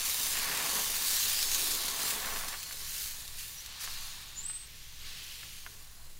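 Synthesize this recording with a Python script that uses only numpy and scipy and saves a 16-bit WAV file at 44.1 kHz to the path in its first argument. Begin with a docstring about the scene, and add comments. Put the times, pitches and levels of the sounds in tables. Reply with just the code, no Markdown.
"""At a stall, batter is swept round a hot griddle with a wooden spreader, close to one microphone.
Tiny steam bubbles make a dense sizzle of random pops and noise; it flares and fades as the batter sets.
Larger pops make thick batter bubble lower down, and shaped noise makes soft steam, spurts and hollow hisses.
Rising tones squeal, loud spits burst, and the spreader rasps and ticks on the iron.
Below it all are a low rumble and a machine hum."""
import sys
import numpy as np
from scipy import signal
from scipy.fft import rfft, irfft, next_fast_len
from scipy.io import wavfile
from scipy.ndimage import uniform_filter1d

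SR = 44100
rng = np.random.default_rng(int(sys.argv[2]) if len(sys.argv) > 2 else 0)


def file_out(sig):
    """Save sig as 16-bit WAV at sys.argv[1]."""
    # one column per channel
    cols = np.atleast_2d(sig).T
    # limit, then scale
    lim = np.clip(cols, -1, 1)
    pcm = np.round(lim * 32767).astype(np.int16)
    wavfile.write(sys.argv[1], SR, pcm)


N = 273331
TIME = np.arange(N) / SR  # [s]
EDGE_HZ = 15800  # top of the recorder's range

# resonances of the griddle plate: (pitch [Hz], width [Hz], strength of the added ring [dB])
GRIDDLE_RESONANCES = [(425, 27, 4.5), (535, 18, 6), (667, 12, 6.5), (1103, 44, -0.5), (1740, 46, -5),
                      (2745, 70, -14)]

# colour of the low rumble around the stall: (frequency [Hz], level [dB])
RUMBLE_COLOUR = [(5, -89), (14, -52), (24, -82.5), (36, -78), (58, -78.5), (80, -82.5), (150, -84),
                 (200, -93), (300, -97), (420, -97), (620, -103), (15000, -115)]
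# hum of two machines around the stall: (pitch [Hz], level [dB], waver of the phase [radians])
MACHINE_HUM = [(49.8, -67.5, .3), (61, -63, 0.57), (100.3, -71, 0.18)]

# colour of the bursting fine bubbles: (frequency [Hz], level [dB])
SIZZLE_COLOUR = [(300, -32), (900, -28), (1350, -9.5), (1900, -6), (3000, -3), (4100, 1.37), (5400, -1.5),
                 (6800, 0), (8400, -3.5), (9400, -2.3), (10900, -4.5), (15500, -5)]
# flares as batter is pushed onto hot iron; levels are before the sizzle's final trim:
# (peak time [s], level [dB], rise [s], fall [s], fine fizz relative to that level [dB])
SIZZLE_FLARES = [(.07, -42, 0.027, 0.32, 7), (.78, -42, 0.15, 0.14, 5.5), (1.16, -37, 0.16, 0.33, 4),
                 (1.7, -42, 0.17, 0.096, 6.5), (1.87, -41.5, 0.04, 0.038, 0),
                 (2.09, -39.5, 0.089, 0.063, 3.5), (2.32, -50.5, 0.23, 0.14, 7.5),
                 (2.98, -44, 0.13, 0.15, 3.5), (3.4, -51, 0.032, 0.14, 5), (3.94, -46.5, 0.088, 0.19, -0.5),
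                 (5.33, -55, 0.27, 0.36, 3)]
# the sizzle holds while the batter is wet, then dies to a faint simmer; levels are before the final trim
SIZZLE_DB, WET_UNTIL_S, SETTING_DB_PER_S, SIMMER_DB = -39.5, 1.73, 7.5, -60.5
FIZZ_DB, SIMMER_FIZZ_DB = 0.5, 2  # finest bubbles relative to the sizzle, wet and simmering
POP_SHARE, SET_POP_SHARE = 0.64, 0.29  # share of power in separate pops, fierce and faint
FIERCE_DB = -52  # sizzle level halfway between these two shares

# colour of small bubbles in thick batter: (frequency [Hz], level [dB])
BUBBLE_COLOUR = [(200, -28.5), (630, -16), (800, -1), (1100, -1), (2300, -3), (4500, -9.5), (9000, -37)]
# colour of slow, large bubbles: (frequency [Hz], level [dB])
GURGLE_COLOUR = [(70, -28), (160, 5.5), (285, 6.5), (350, -6.5), (450, 2.5), (600, 0.5), (720, 3),
                 (1100, 4), (3000, -38)]
# the spreader ploughs through the pool of batter:
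# (peak time [s], bubbling level [dB], rise [s], fall [s], large bubbles relative to that level [dB])
POOL_PUSHES = [(.59, -46.5, 0.16, 0.23, -6.5), (.79, -48, 0.032, 0.018, -3.5), (1.7, -67.5, 0.12, 0.35, 6),
               (2.04, -50, 0.19, 0.11, -5), (2.3, -47.5, 0.2, 0.13, -7), (2.53, -49.5, 0.022, 0.027, -23),
               (3.87, -58.5, 0.17, 0.43, -20), (5.1, -70, 0.3, 1, -19)]
# the pool bubbles steadily until it is spread thin; the gurgle is relative to the pool
POOL_DB, POOL_GURGLE_DB, POOL_UNTIL_S, THINNING_DB_PER_S = -52.5, -8, 1.9, 9.5

# colour of soft steam: (frequency [Hz], level [dB])
STEAM_COLOUR = [(600, -21), (1200, -10.5), (1700, -3.5), (3000, 2.5), (4600, 2), (6500, -7), (9000, -12),
                (15000, -54)]
# soft steam leaves the thin film behind the spreader: (peak time [s], level [dB], rise [s], fall [s])
STEAM_WAFTS = [(0.548, -44, 0.33, .25), (1.38, -47.5, 0.24, 0.39), (3.88, -50.5, 0.25, 0.11),
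               (4.3, -53.5, 1, 1), (5.07, -48, 0.055, 0.13), (5.27, -50.5, 0.15, 0.27)]

# wet batter meets fresh iron, strongest a third of the way in: (start [s], level [dB], length [s])
STEAM_SPURTS = [(0.052, -34, 0.03), (1.53, -37, 0.011), (2.481, -34.5, 0.013), (2.724, -38.5, 0.013),
                (3.38, -43, 0.039), (3.799, -39, 0.05), (3.834, -42.5, 0.03)]

# single loud spits, with levels before the echoes and plate: (time [s], peak level [dB])
LOUD_SPITS = [(.199, -18), (.264, -28), (1.283, -15), (1.374, -17), (1.423, -13), (1.428, -8), (1.516, -10),
              (1.547, -6), (1.883, -12.5), (2.033, -14.5), (2.079, -17), (2.098, -21), (2.107, -9.5),
              (2.631, -17), (2.941, -20), (3.111, -28), (3.279, -20), (3.662, -21)]

# the wooden bar rasps over the iron until it lifts:
# (start [s], end [s], level [dB], first pitch [Hz], last pitch [Hz])
SPREADER_SCRAPES = [(0.318, .63, -43.5, 2250, 1760), (0.647, .82, -50, 1900, 2300),
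                    (2.224, 2.563, -51, 1200, 1800), (5.623, 6.118, -68.5, 1300, 1100)]
SCRAPE_EDGE_S, SCRAPE_WIDTH_HZ = 0.016, 1600

# taps of the spreader, with levels before the echoes and plate: (time [s], peak level [dB])
SPREADER_TICKS = [(0.355, -29), (0.603, -26), (0.768, -34), (1.993, -29), (2.248, -26), (2.271, -28),
                  (2.361, -24), (2.37, -29), (2.437, -29.5), (2.541, -28), (2.546, -34), (2.71, -28.5),
                  (3.841, -31), (3.876, -29), (4.499, -34), (5.432, -32.5), (5.664, -29)]
# colour of the wooden bar before each tap shifts its pitch: (frequency [Hz], level [dB])
TICK_COLOUR = [(200, -25), (650, -13), (1050, -3), (1400, 2.5), (2600, -4), (4500, -13), (12000, -34)]

# steam escapes through gaps under the batter, each tuned by its size:
# (peak time [s], level [dB], rise [s], fall [s], pitch at the peak [Hz], width [Hz])
STEAM_VENTS = [(1.19, -42, 0.11, 0.062, 7100, 2400), (1.27, -42, 0.042, .03, 4030, 1100),
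               (1.409, -38.5, .08, .05, 5000, 2000), (1.545, -37, 0.035, 0.026, 6500, 1200),
               (1.66, -41.5, 0.097, 0.093, 4100, 1900), (1.739, -40, 0.026, .025, 6840, 1300),
               (1.62, -54.5, 0.11, 0.19, 360, 200), (3.42, -54, .04, 0.061, 2770, 800),
               (3.971, -52, 0.29, 0.29, 4200, 1200), (5.08, -51.5, 0.023, 0.025, 4200, 1400),
               (5.27, -54.5, 0.11, 0.27, 3060, 900), (5.35, -59, .15, .2, 5000, 1600)]
VENT_SAG_OCTAVES_PER_S = 0.23

# steam squeals through a pinhole: (start [s], climb [s], first pitch [Hz], top pitch [Hz])
PINHOLE_SQUEALS = [(3.55, 0.037, 5720, 5840), (4.362, 0.103, 7010, 8180)]
# squeals come in puffs as the pinhole narrows and reopens: (peak time [s], level [dB], rise [s], fall [s])
SQUEAL_PUFFS = [(3.59, -44, 0.013, 0.015), (4.39, -38.5, 0.019, .016), (4.446, -41, 0.023, 0.011),
                (4.463, -35, .008, 0.008), (4.492, -33, 0.0081, .006), (4.51, -33.5, .009, 0.0079),
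                (4.56, -36, 0.022, 0.013), (4.602, -44.5, 0.01, 0.036)]
SQUEAL_LONGEST_S = .45  # a squeal owns the puffs that peak this soon after its start


def amp(db):
    """Decibels to gain."""
    return 10 ** (np.asarray(db) / 20)


def unit(x):
    """Scales to rms 1."""
    return x / np.sqrt(np.mean(x ** 2) + 1e-20)


def spectrum(points, hz):
    """Reads (Hz, dB) points on a log-frequency axis."""
    f, db = np.transpose(points)
    return np.interp(np.log(hz + 1), np.log(f), db)


def add(mix, s, sound):
    """Mixes a sound in at time s."""
    part = mix[max(round(s * SR), 0):][:len(sound)]
    part += sound[:len(part)]


def impulse(points, size=4096):
    """Makes a click with this colour and no sound ahead of its start."""
    log_gain = np.log(amp(spectrum(points, abs(np.fft.fftfreq(size, 1 / SR)))))
    return np.fft.ifft(np.exp(np.conj(signal.hilbert(log_gain)))).real[:size // 2]


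def filtered(x, gain):
    """Applies a gain, given as a function of frequency, without delay."""
    size = next_fast_len(N)
    return irfft(rfft(x, size) * gain(np.fft.rfftfreq(size, 1 / SR)), size)[:N]


def coloured(x, points, band):
    """Colours x and gives it an average strength (rms) of 1 inside the band [Hz]."""
    sound = signal.oaconvolve(x, impulse(points))[:N]
    return sound / np.std(filtered(sound, lambda hz: (hz > band[0]) & (hz < band[1])))


def wander(rate_hz):
    """Smooth random drift of rms 1."""
    return unit(filtered(rng.standard_normal(N), lambda hz: 1 / (1 + (hz / rate_hz) ** 4)))


def swell(s, rise, fall):
    """A smooth hump of power that peaks at s."""
    return np.exp(-((TIME - s) / np.where(TIME < s, rise, fall)) ** 2)


def dying(db, until_s, db_per_s):
    """Power that holds, then falls steadily in dB."""
    return amp(db - db_per_s * np.maximum(TIME - until_s, 0)) ** 2


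def resonate(x, hz, width):
    """A resonance that follows the pitch hz; gives rms 1."""
    turn = np.exp(2j * np.pi * np.cumsum(hz) / SR)
    r = np.exp(-np.pi * width / SR)
    # shift the pitch down to zero, smooth there, then shift back up
    smooth = signal.lfilter([1], [1, -2 * r, r * r], x / turn)
    return unit((turn * smooth).real)


def echoes(wet_db, t60, size=6000):
    """A direct path, one bounce off the iron, then scattered echoes of the stall."""
    t = np.arange(size) / SR
    scattered = rng.standard_normal(size) * (rng.random(size) < .06)
    tail = scattered * amp(-60 * t / t60) * (t > .001)
    path = amp(wet_db) * tail / np.linalg.norm(tail)
    path[0] = 1
    path[1 + int(rng.uniform(.0002, .003) * SR)] += .3
    return path


def pops(per_s, spread_db, largest_db, clump_db, wet_db, count=8):
    """Bubbles of very unequal size burst in clumps, at spots that each have their own echoes."""
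    size_db = np.minimum(spread_db * rng.exponential(1, N), largest_db)
    size = amp(size_db + clump_db * wander(28))
    train = size * (rng.random(N) < per_s / SR) * rng.choice([-1, 1], N)
    spot = rng.integers(0, count, N)
    out = np.zeros(N)
    for k in range(count):
        out += signal.oaconvolve(train * (spot == k), echoes(wet_db, 0.071))[:N]
    return unit(out)


def ringing(per_s, low_hz, high_hz, cycles):
    """Some bubbles ring for a moment, each at the pitch of its size, rising as it opens."""
    size = amp(np.minimum(1.7 * rng.exponential(1, N), 13)) * (rng.random(N) < per_s / SR)
    hz = low_hz * (high_hz / low_hz) ** rng.random(N)
    out = np.zeros(N)
    for at in np.flatnonzero(size):
        age = np.arange(0, 5, hz[at] / cycles / SR)  # counted in decay times
        wave = np.sin(2 * np.pi * cycles * age * (1 + 0.0045 * age))
        ring = hz[at] / low_hz * np.exp(-age) * wave
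        add(out, at / SR, size[at] * ring)
    return unit(out)


def knock(colour, wet_db, t60):
    """One sharp impulse of this colour, with its echoes."""
    shape = impulse(colour)
    return signal.fftconvolve(shape / abs(shape).max(), echoes(wet_db, t60))


def griddle(x):
    """The plate lifts narrow bands of whatever sounds on it."""
    out = x.copy()
    for hz, width, db in GRIDDLE_RESONANCES:
        out += amp(db) * signal.lfilter(*signal.iirpeak(hz, hz / width, SR), x)
    return out


def room():
    """Uneven low rumble from shaped noise, and wavering hum tones around the stall."""
    noise = rng.standard_normal(N)
    rumble = filtered(noise, lambda hz: amp(spectrum(RUMBLE_COLOUR, hz))) * np.sqrt(SR / 2)
    hum = np.zeros(N)
    for hz, db, waver in MACHINE_HUM:
        hum += amp(db) * np.sqrt(2) * np.sin(2 * np.pi * hz * TIME + waver * wander(2.3))
    return rumble * amp(1.26 * wander(5)) + hum


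def sizzle():
    """Sharp pops over the blur of countless smaller bubbles; flares change the level and the fine fizz."""
    wet = dying(SIZZLE_DB, WET_UNTIL_S, SETTING_DB_PER_S)
    body = wet + amp(SIMMER_DB) ** 2
    fizz = wet * amp(FIZZ_DB) ** 2 + amp(SIMMER_DB + SIMMER_FIZZ_DB) ** 2
    for s, db, rise, fall, fizz_db in SIZZLE_FLARES:
        flare = amp(db) ** 2 * swell(s, rise, fall)
        body = body + flare
        fizz = fizz + flare * amp(fizz_db) ** 2

    # a fiercer sizzle has a greater share of separate pops
    fierceness = body / (body + amp(FIERCE_DB) ** 2)
    share = np.clip(SET_POP_SHARE + (POP_SHARE - SET_POP_SHARE) * fierceness, 0, 1)
    near = pops(per_s=6000, spread_db=4.0, largest_db=22.5, clump_db=0.5, wet_db=-2.5, count=12)
    rings = ringing(per_s=790, low_hz=1508, high_hz=13050, cycles=37)
    blur = unit(rng.standard_normal(N) + amp(-9.0) * rings)
    sound = np.sqrt(share) * near + np.sqrt(1 - share) * blur
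    sound = coloured(sound, SIZZLE_COLOUR, (2500, 5500))

    hz, t, z = signal.stft(sound, SR, nperseg=512)
    # the smallest bubbles make the top of the spectrum
    fine = np.clip(np.log((hz + 1) / 4300) / np.log(12500 / 4300), 0, 1)[:, None]
    fine_db = np.interp(t, TIME, 10 * np.log10(fizz / body))
    # fierce crackling adds a keen band of its own
    keen = np.exp(-((hz - 6700) / 1000) ** 2)[:, None] * np.interp(t, TIME, body / body.max())
    # the moving hand and spreader shift the colour in patches
    patches = uniform_filter1d(rng.standard_normal(z.shape), size=4, axis=0)
    patches = unit(uniform_filter1d(patches, size=24, axis=1))
    z = z * amp(fine * fine_db + 0.35 * keen + 1.78 * patches)
    sound = signal.istft(z, SR, nperseg=512)[1][:N]
    return amp(-1.93) * np.sqrt(body) * sound  # final trim


def bubbling():
    """Fewer, larger bubbles break through the thick batter, with swells where the spreader pushes it."""
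    bubbles = dying(POOL_DB, POOL_UNTIL_S, THINNING_DB_PER_S)
    gurgle = bubbles * amp(POOL_GURGLE_DB) ** 2
    for s, db, rise, fall, gurgle_db in POOL_PUSHES:
        push = amp(db) ** 2 * swell(s, rise, fall)
        bubbles = bubbles + push
        gurgle = gurgle + push * amp(gurgle_db) ** 2
    small = pops(per_s=1500, spread_db=6.0, largest_db=11.5, clump_db=0.5, wet_db=-4, count=14)
    small = small + amp(-21.5) * ringing(per_s=360, low_hz=671, high_hz=3280, cycles=4.5)
    large = pops(per_s=900, spread_db=8.0, largest_db=16.0, clump_db=1.0, wet_db=-7.5)
    small = coloured(griddle(small), BUBBLE_COLOUR, (750, 1500))
    large = coloured(griddle(large), GURGLE_COLOUR, (220, 600))
    return np.sqrt(bubbles) * small + np.sqrt(gurgle) * large


def steam():
    """Steam from the thin film is a smooth, duller hiss of shaped noise."""
    power = sum(amp(db) ** 2 * swell(s, rise, fall) for s, db, rise, fall in STEAM_WAFTS)
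    return np.sqrt(power) * unit(coloured(rng.standard_normal(N), STEAM_COLOUR, (0, SR)))


def spurts():
    """Brief jets of steam are noise with a quick rise and a softer fall."""
    strength = np.zeros(N)
    for s, db, length in STEAM_SPURTS:
        age = np.maximum(TIME - s, 0) / (length / 3)
        strength += amp(db) * age * np.exp(1 - age)
    return strength * unit(coloured(rng.standard_normal(N), SIZZLE_COLOUR, (0, SR)))


def spits():
    """The largest blisters burst one by one, each a sharp knock with echoes."""
    out = np.zeros(N)
    for s, db in LOUD_SPITS:
        add(out, s, amp(db) * knock(SIZZLE_COLOUR, wet_db=-2, t60=0.06))
    return out


def scrapes():
    """Tiny uneven slips of wood on iron, through a resonance that moves as the bar turns."""
    out = np.zeros(N)
    slips = pops(per_s=1100, spread_db=2, largest_db=11.5, clump_db=1.5, wet_db=-7, count=4)
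    for start, end, db, first_hz, last_hz in SPREADER_SCRAPES:
        on = (TIME > start) & (TIME < end)
        nearest_end = np.minimum(TIME[on] - start, end - TIME[on])
        press = np.clip(nearest_end / SCRAPE_EDGE_S, 0, 1)
        pitch = np.linspace(first_hz, last_hz, on.sum())
        out[on] += amp(db) * press * resonate(slips[on], pitch, SCRAPE_WIDTH_HZ)
    return out


def ticks():
    """The bar taps the iron, each time with a slightly different pitch."""
    out = np.zeros(N)
    for (s, db), chance in zip(SPREADER_TICKS, rng.standard_normal(len(SPREADER_TICKS))):
        colour = [(hz * 2 ** (0.14 * chance), level) for hz, level in TICK_COLOUR]
        add(out, s, amp(db) * knock(colour, wet_db=-3, t60=0.06))
    return out


def vents():
    """Resonant noise makes hollow hisses whose pitch sinks as the gap widens."""
    out = np.zeros(N)
    for s, db, rise, fall, hz, width in STEAM_VENTS:
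        t = np.arange(-3 * rise, 3 * fall, 1 / SR)  # zero at the peak
        flow = np.exp(-.5 * (t / np.where(t < 0, rise, fall)) ** 2)
        pitch = hz * 2 ** (-VENT_SAG_OCTAVES_PER_S * t)
        hiss = resonate(rng.standard_normal(len(t)), pitch, width)
        add(out, s + t[0], amp(db) * flow * hiss)
    return out


def squeal(start, climb, first_hz, top_hz):
    """A pinhole whistles upward in puffs, fluttering while it climbs, with a rush of steam just below."""
    age = np.maximum(TIME - start, 0)
    pressure = uniform_filter1d(np.minimum(age / climb, 1) ** 2, size=600)
    hz = first_hz + (top_hz - first_hz) * pressure
    power = np.zeros(N)
    for s, db, rise, fall in SQUEAL_PUFFS:
        if 0 < s - start < SQUEAL_LONGEST_S:
            power += amp(db) ** 2 * swell(s, rise, fall)
    # the faster the pitch climbs, the more it flutters
    climb_speed = abs(np.gradient(hz)) * SR  # [Hz per s]
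    flutter = np.clip(uniform_filter1d(climb_speed / 9000, size=1500), 0, 1)
    wavering_hz = hz + 70 * flutter * wander(400) + 18 * wander(38)
    phase = 2 * np.pi * np.cumsum(wavering_hz) / SR
    tone = np.sin(phase) * (1 + 0.87 * flutter * np.tanh(wander(200)))
    rush = amp(-16.5 + 5.5 * flutter) * resonate(rng.standard_normal(N), hz - 380, 750)
    return np.sqrt(power) * (tone + rush)


def scene():
    """All sources reach one microphone, the same in both channels."""
    on_plate = griddle(sizzle() + steam() + spurts() + spits() + scrapes() + ticks())
    squeals = sum(squeal(*row) for row in PINHOLE_SQUEALS)
    mono = room() + on_plate + bubbling() + vents() + squeals
    return np.array([mono, mono])


def record(dry):
    """The recorder's band limit takes away the highest treble."""
    low_pass = signal.firwin(511, EDGE_HZ, window=("kaiser", 9), fs=SR)
    return signal.oaconvolve(dry, low_pass[None], "same")


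dry = scene()
out = record(dry)
file_out(out)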